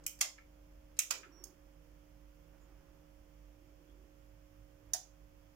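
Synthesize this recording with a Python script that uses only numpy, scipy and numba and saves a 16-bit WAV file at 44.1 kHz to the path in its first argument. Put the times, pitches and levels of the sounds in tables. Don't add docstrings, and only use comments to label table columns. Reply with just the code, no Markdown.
import sys
import numpy as np
from scipy import signal
from scipy.fft import rfft, irfft
from scipy.io import wavfile
from scipy.ndimage import uniform_filter1d
from numba import njit

SR = 44100
rng = np.random.default_rng(int(sys.argv[2]) if len(sys.argv) > 2 else 0)


def waveform_to_disk(signal):
    frames = np.transpose(np.atleast_2d(signal))
    scaled = np.clip(frames, -1, 1) * 32767
    samples = np.round(scaled).astype(np.int16)
    wavfile.write(sys.argv[1], SR, samples)


def ratio(d):
    e = np.asarray(d, float) / 20
    return 10 ** e


N = 244887
T = np.arange(N) / SR


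def read(table, hz):
    f, v = np.transpose(table)
    return np.interp(np.log(np.maximum(hz, 1)), np.log(f), v)


def colour(x, db):
    return irfft(rfft(x) * ratio(db), x.shape[-1])


def unit(x):
    return x / np.sqrt(np.sum(x ** 2))


def slow(width_hz):
    k = max(int(SR / width_hz / 2), 2)
    z = rng.standard_normal((2, N))
    for _ in range(3):
        z = uniform_filter1d(z, k)
    return (z[0] + 1j * z[1]) / np.sqrt(np.mean(z ** 2) * 2)


def causal(db, size):
    c = irfft(np.maximum(db, -70) * np.log(10) / 20, size)
    c[..., 1:size // 2] *= 2
    c[..., size // 2 + 1:] = 0
    return np.exp(rfft(c))


# frequency in Hz, level in dB per Hz.
FAN_WASH = [(22, -85.5), (30, -87.5), (38, -94), (45, -84.5), (80, -85.5), (130, -93), (220, -97),
            (420, -101), (750, -103), (1300, -105)]
# frequency in Hz, level in dB per Hz.
HISS = [(1300, -105), (2000, -109), (3300, -111), (3900, -119), (5300, -112), (7000, -115), (8200, -122),
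        (10000, -120), (13500, -117.5), (15000, -111.5), (15900, -122), (16300, -150)]
# frequency in Hz, left minus right in dB.
AIR_PAN = [(60, -2), (110, -11), (200, -5.5), (380, -13), (700, -4), (1290, -7), (2380, -1), (4400, -7.5),
           (8120, -4.5), (15000, -5.5)]
# frequency in Hz, likeness 0 to 1.
AIR_ALIKE = [(30, 1), (130, .75), (300, 0.7), (650, .15), (1200, 0)]


def air():
    f = np.fft.rfftfreq(N, 1 / SR)
    right, other = rfft(rng.standard_normal((2, N)) * np.sqrt(SR / 2))
    alike = np.clip(read(AIR_ALIKE, f), 0, 1)
    left = (alike * right + np.sqrt(1 - alike ** 2) * other) * ratio(read(AIR_PAN, f))
    level = ratio(read(FAN_WASH + HISS[1:], f)) * (f > 12)
    return irfft(np.array([left, right]) * level, N)


def swells(rows, idle_db):
    rise_s, fall_s = 0.16, 0.091
    gain = ratio(idle_db)
    for s, hold, db in rows:
        rise = np.clip((T - s) / rise_s + 1, 0, 1) ** 2
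        gain = gain + ratio(db) * rise * np.exp(-np.maximum(T - s - hold, 0) / fall_s)
    return gain


# centre in Hz, width in octaves, idle level in dB.
RUMBLE_BANDS = [
    (330, .28, -86.5),
    (915, 1, -89.5),
    (105, .1, -81.5),
]
# start in seconds, hold in seconds, level in dB.
DRONE_SWELLS = [(-.05, .1, -74), (1.195, 0.24, -64.5), (2.45, 0.47, -78), (3.65, 0.4, -73),
                (4.833, 0.14, -76)]
# start in seconds, hold in seconds, level in dB.
WASH_SWELLS = [(-.05, 0.093, -77.5), (1.2, 0.23, -73), (2.55, 0.33, -78), (4.85, 0.14, -82.5)]
# start in seconds, hold in seconds, level in dB.
SHAFT_SWELLS = [(3.5, .2, -75.5), (4.22, 0.74, -71.5), (5.1, 0.45, -77)]


def rumble_bands():
    out = np.zeros((2, N))
    f = np.fft.rfftfreq(N, 1 / SR)
    for rows, (hz, octaves, idle_db) in zip((DRONE_SWELLS, WASH_SWELLS, SHAFT_SWELLS), RUMBLE_BANDS):
        distance = np.log2(np.maximum(f, 1) / hz) / octaves
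        far = colour(rng.standard_normal(N), -np.minimum(6 * distance ** 2, 90))
        ports_db = np.array([[-5], [2.5]])
        out += far / far.std() * swells(rows, idle_db) * ratio(1.5 * slow(16).real + ports_db)
    return out


# time in seconds, centre in Hz, width in Hz, level in dB, length in seconds.
SCRAPES = [(2.635, 7000, 500, -77, .025), (3.9, 3350, 200, -79, .03)]


def scrapes():
    out = np.zeros((2, N))
    f = np.fft.rfftfreq(N, 1 / SR)
    for at, hz, width, db, length in SCRAPES:
        rub = colour(rng.standard_normal((2, N)), -np.minimum(12 * ((f - hz) / width) ** 2, 90))
        out += rub / rub.std() * ratio(db) * np.exp(-((T - at) / length) ** 2)
    return out


# frequency in Hz, right level in dB, left minus right in dB,
# left phase lead in radians, wander 0 to 1, wander width in Hz.
HUM = [(49, -58, -8, -.12, .5, 10), (158, -70, -10.5, -.9, .35, 5.0), (300.1, -66.5, -8, -.06, .12, 4.0),
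       (479, -78, -14.5, -1.6, 0.9, 4.0), (549, -68, -14, -1.5, .12, 5.3),
       (627.4, -78.5, -15.5, 1.4, .3, 3.6)]


def hum():
    out = np.zeros((2, N))
    for hz, db, pan_db, lead, wander, width in HUM:
        wander = np.clip(wander, 0, 1)
        drift = np.sqrt(1 - wander ** 2) + wander * slow(width)
        line = ratio(db) * np.sqrt(2) * drift * np.exp(2j * np.pi * hz * T)
        out += np.array([(line * ratio(pan_db) * np.exp(1j * lead)).real, line.real])
    return out


# time in seconds, lift in dB.
HAND = [(0, 5.5), (.9, 4.5), (1.2, 0.5), (5.6, 0)]


def background():
    steady = hum() + air() + rumble_bands() + scrapes()
    bass = signal.sosfilt(signal.butter(1, 400, fs=SR, output="sos"), steady[0])
    steady[0] += bass * (ratio(np.interp(T, *np.transpose(HAND))) - 1)
    return steady


# time in seconds, pitch in Hz, level in dB.
WHINE = [(1.32, 5560, -74), (1.334, 5680, -72), (1.38, 5670, -68.5), (1.437, 5520, -72)]


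def whine():
    s, hz, db = np.transpose(WHINE)
    gain = ratio(np.interp(T, s, db, -140, -140)) * np.sqrt(2)
    phase = 2 * np.pi * np.cumsum(np.interp(T, s, hz)) / SR
    tone = np.exp(1j * phase) * (1 + .2 * slow(130))
    return gain * np.array([(tone * ratio(-7.5) * np.exp(.5j)).real, tone.real * ratio(5.5)])


# start in seconds, pitch in Hz, peak in dB, T60 in seconds, swell in seconds.
PANELS = [(.213, 612, -52, 0.25, .012), (.213, 730, -53, 0.21, .012), (.213, 1164, -45.5, 0.079, .004),
          (1.11, 518.6, -50.5, 0.3, .02), (1.11, 695, -56.5, 0.28, 0.017), (1.11, 400, -55, .3, .02),
          (1.11, 868, -50, 0.2, 0.006), (4.936, 728, -43, 0.21, 0.0049), (4.936, 643, -41, 0.12, 0.0089),
          (4.936, 791, -55, 0.31, .006), (4.936, 915, -53.5, 0.16, .004), (1.233, 1340, -57, 0.22, 0.0036),
          (.381, 1335, -66, .25, .004), (.991, 1290, -56, .15, .004), (4.936, 1843, -53, 0.13, .003)]


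def lid():
    out = np.zeros((2, N))
    flutter = 1 + 0.351 * slow(49.83).real
    lead, ports_db = np.array([[.6], [0]]), np.array([[-3], [2.5]])
    for s, hz, db, t60, swell in PANELS:
        t = np.maximum(T - s, 0)
        tone = ratio(db - 60 * t / t60) * (1 - np.exp(-t / swell)) * flutter
        out += tone * np.sin(2 * np.pi * hz * t + lead) * ratio(ports_db)
    return out


# frequency in Hz, T60 in seconds.
ROOM_T60 = [(500, 0.34), (1500, 0.23), (3000, 0.24), (6000, .27), (10000, 0.21), (16000, 0.21)]
# frequency in Hz, level in dB.
ROOM_COLOUR = [(500, 3), (1500, 0), (3500, 2.5), (6000, -3), (10000, -4), (16000, -1.5)]


def room(size=16384):
    t, f, out = T[:size], np.fft.rfftfreq(size, 1 / SR), 0
    noise = rfft(rng.standard_normal((2, size)))
    for hz in 300 * 2 ** np.arange(0, 6.5, .5):
        octaves = np.log2(np.maximum(f, 1) / hz)
        band = np.cos(np.pi * np.clip(octaves, -.5, .5)) ** 2
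        decay = ratio(read(ROOM_COLOUR, hz) - 60 * t / read(ROOM_T60, hz))
        out = out + irfft(noise * band, size) * decay
    return unit(out * (1 - np.exp(-t / 0.024)))


# delay in
# milliseconds, level in dB.
ECHOES = [(11, -12), (19, -18.5), (29, -20.5), (44, -24.5)]


def echoes(near):
    heard = near.copy()
    for k, (lag, db) in enumerate(ECHOES):
        for port in (0, 1):
            ms = lag + .7 * port * (-1) ** k
            heard[port] += ratio(db) * np.roll(near[1 - port], int(ms * SR / 1000))
    return heard


def bounces(rise, bounce, lead, span, count=420):
    when, shared, left, right = rng.random((4, count))
    ms = when * (rise + bounce) * 4 - rise * 4
    force = np.where(ms < 0, np.exp(ms / rise), np.exp(-np.abs(ms / bounce / 1.23) ** 1.4))
    at = np.clip(lead + ms * SR / 1000, 0, span - 1).astype(int)
    own = np.array([left, right]) - .5
    cracks = np.zeros((2, span))
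    np.add.at(cracks, (slice(None), at), force * (shared - .5 + 1.8 * own))
    return unit(cracks)


# frequency in Hz, T60 in seconds.
CHASSIS_T60 = [(500, 0.132), (1500, 0.16), (3000, 0.12), (6000, 0.039), (10000, .03), (16000, 0.022)]


def chassis_modes(size, count=400):
    hz = 400 + 15900 * ((np.arange(count) + rng.random(count)) / count) ** 1.5
    t60 = read(CHASSIS_T60, hz) * ratio(0.77 * rng.standard_normal(count))
    ring = np.exp(np.outer(2j * np.pi * hz - np.log(1000) / t60, T[:size]))
    return np.sqrt(np.gradient(hz) / t60), ring


def chassis(strength, ring):
    turn = np.exp(2j * np.pi * rng.random((2, len(strength))))
    body = ((strength * turn) @ ring).imag
    return unit(body * (1 - np.exp(-T[:ring.shape[1]] / 0.00065)))


# time in seconds, strength in dB, left minus right in dB,
# rise in milliseconds, bounce in milliseconds.
SNAPS = [
    (0.0647, -24.5, -3.5, 0.53, 3.14),
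    (0.2114, -15.5, -1.5, 1.3, 7.5),
    (0.9904, -16, -3.5, 0.43, 5.1),
    (1.1083, -19.5, -5.5, 1.23, 5.13),
    (1.4394, -37, -6.5, .4, 3.0),
    (4.9345, -19, -4.5, .2, 5.5),
]
# time in seconds, strength in dB, left minus right in dB,
# rise in milliseconds, bounce in milliseconds.
TOUCHES = [
    (0.039, -55.5, -3, 1.9, 6.0),
    (.19, -50, 0.5, 0.83, 6.0),
    (.38, -47, -1, 0.4, 11),
    (0.968, -53.5, 1, .25, 11),
    (1.2315, -43.5, -2.5, 0.396, 11),
]
# frequency in Hz, level in dB per Hz.
BUTTON_COLOURS = [
    [(590, -63.5), (1000, -37), (1450, -18), (1810, -27.5), (2360, -4), (3150, -10.5), (3420, -23),
     (4900, -13.5), (5500, -0.5), (10800, -4.5), (14900, -1), (16000, -10)],
    [(260, -44), (450, -20.5), (616, -19), (1150, -12.5), (1810, -15), (2100, -5), (3760, -16),
     (6240, -0.5), (12000, -17), (15100, -14.5), (16000, -28)],
    [(470, -45.5), (800, -17.5), (1110, -28), (1260, -11.5), (1390, -13.5), (1740, -18.5), (2350, -0.5),
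     (2950, -10.5), (4630, -13), (5650, -3.5), (7000, 1.5), (9330, -5), (14700, -7.5), (16000, -16)],
    [(260, -44), (450, -14.5), (546, -12), (782, -18.5), (868, -12.5), (1120, -11.5), (1500, -5),
     (2160, -11.5), (2470, -1), (3700, -16.5), (6730, 0.5), (9070, -14), (15100, -16), (16000, -22)],
]
# frequency in Hz, level in dB per Hz.
RELAY_COLOURS = [
    [(1760, -62), (3000, -27), (3750, -37), (3890, -47), (4500, -17), (6440, -7.5), (7780, -14),
     (16000, -15.5)],
    [(480, -45.5), (800, -24), (1300, -22), (1880, -14.5), (2240, -25.5), (3720, -14.5), (4350, -19.5),
     (4930, -10), (6280, 0.5), (9270, -16.5), (10100, -5), (11100, -19.5), (15000, -16.5), (16000, -26.5)],
]
# frequency in Hz, level in dB per Hz.
TOUCH_COLOURS = [
    [(2500, -22), (4500, -0.5), (8000, 0.5), (11000, -22.5)],
    [(530, -38), (900, -15), (1850, 3), (3870, -14), (5510, 4.5), (15000, -9.5)],
    [(530, -47), (900, -22.5), (1690, 2), (1940, -12), (2160, 0.5), (3830, -27), (5000, -22), (6500, -68),
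     (11000, -120)],
    [(530, -43), (900, -20), (1400, -3.5), (2690, 0), (3450, -6), (5150, -0.5), (12000, -13), (15600, -50),
     (22000, -120)],
    [(650, -45), (1100, -22), (1340, -2), (1920, -10), (2580, -10), (4000, -29), (5200, -55), (8800, -120)],
]
# frequency in Hz, left minus right in dB.
PORTS = [(500, -4.5), (1500, 5.5), (4000, -5), (6000, -5), (7500, 0.5), (10000, 5), (15000, -3)]


def snaps(size=4096, span=32768):
    ring_db, room_db, lumps_db = -3, -7, 2.5
    lead = 400
    out, f = np.zeros((2, N + span)), np.fft.rfftfreq(span, 1 / SR)
    strength, ring = chassis_modes(size)
    colours = BUTTON_COLOURS + RELAY_COLOURS + TOUCH_COLOURS
    for (s, db, pan_db, rise, bounce), table in zip(SNAPS + TOUCHES, colours):
        near = bounces(rise, bounce, lead, span)
        near[:, lead:lead + size] += chassis(strength, ring) * ratio(ring_db)
        heard = echoes(near)
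        tail = room()
        heard[:, lead:lead + tail.shape[1]] += tail * ratio(room_db)
        side = np.outer([.5, -.5], pan_db + read(PORTS, f))
        lumps = uniform_filter1d(uniform_filter1d(rng.standard_normal(len(f)), size=110), size=110)
        shape = read(table, f) + side + lumps_db * lumps / lumps.std()
        shape = shape - np.maximum(f - 16100, 0) * .05
        heard = irfft(rfft(heard) * causal(shape, span), span)
        start = int(s * SR) - lead
        out[:, start:start + span] += unit(heard) * ratio(db + 22)
    return out[:, :N]


def scene():
    return background() + whine() + lid() + snaps()


@njit
def follow(x, attack, release):
    e, out = 0., np.empty(len(x))
    for i in range(len(x)):
        e += (x[i] - e) * (attack if x[i] > e else release)
        out[i] = e
    return out


def gain_control(dry):
    threshold_db, attack_s, release_s = -50, 0.0065, 0.098
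    split_hz, bass_power, top_power = 500, 0.32, 0.057
    deep_hz, deep_power = 80, .2
    loud = follow(np.abs(dry).max(axis=0), 1 / (attack_s * SR), 1 / (release_s * SR))
    over = np.sqrt(1 + (loud / ratio(threshold_db)) ** 2)
    bass = signal.sosfiltfilt(signal.butter(2, split_hz, fs=SR, output="sos"), dry)
    deep = signal.sosfiltfilt(signal.butter(2, deep_hz, fs=SR, output="sos"), dry)
    bass_out = bass + deep * (over ** -deep_power - 1)
    return bass_out * over ** -bass_power + (dry - bass) * over ** -top_power


def top_cut(x):
    return signal.sosfilt(signal.butter(12, 16810, fs=SR, output="sos"), x)


def record(dry):
    mix = gain_control(dry)
    return top_cut(mix)


dry = scene()
out = record(dry)
waveform_to_disk(out)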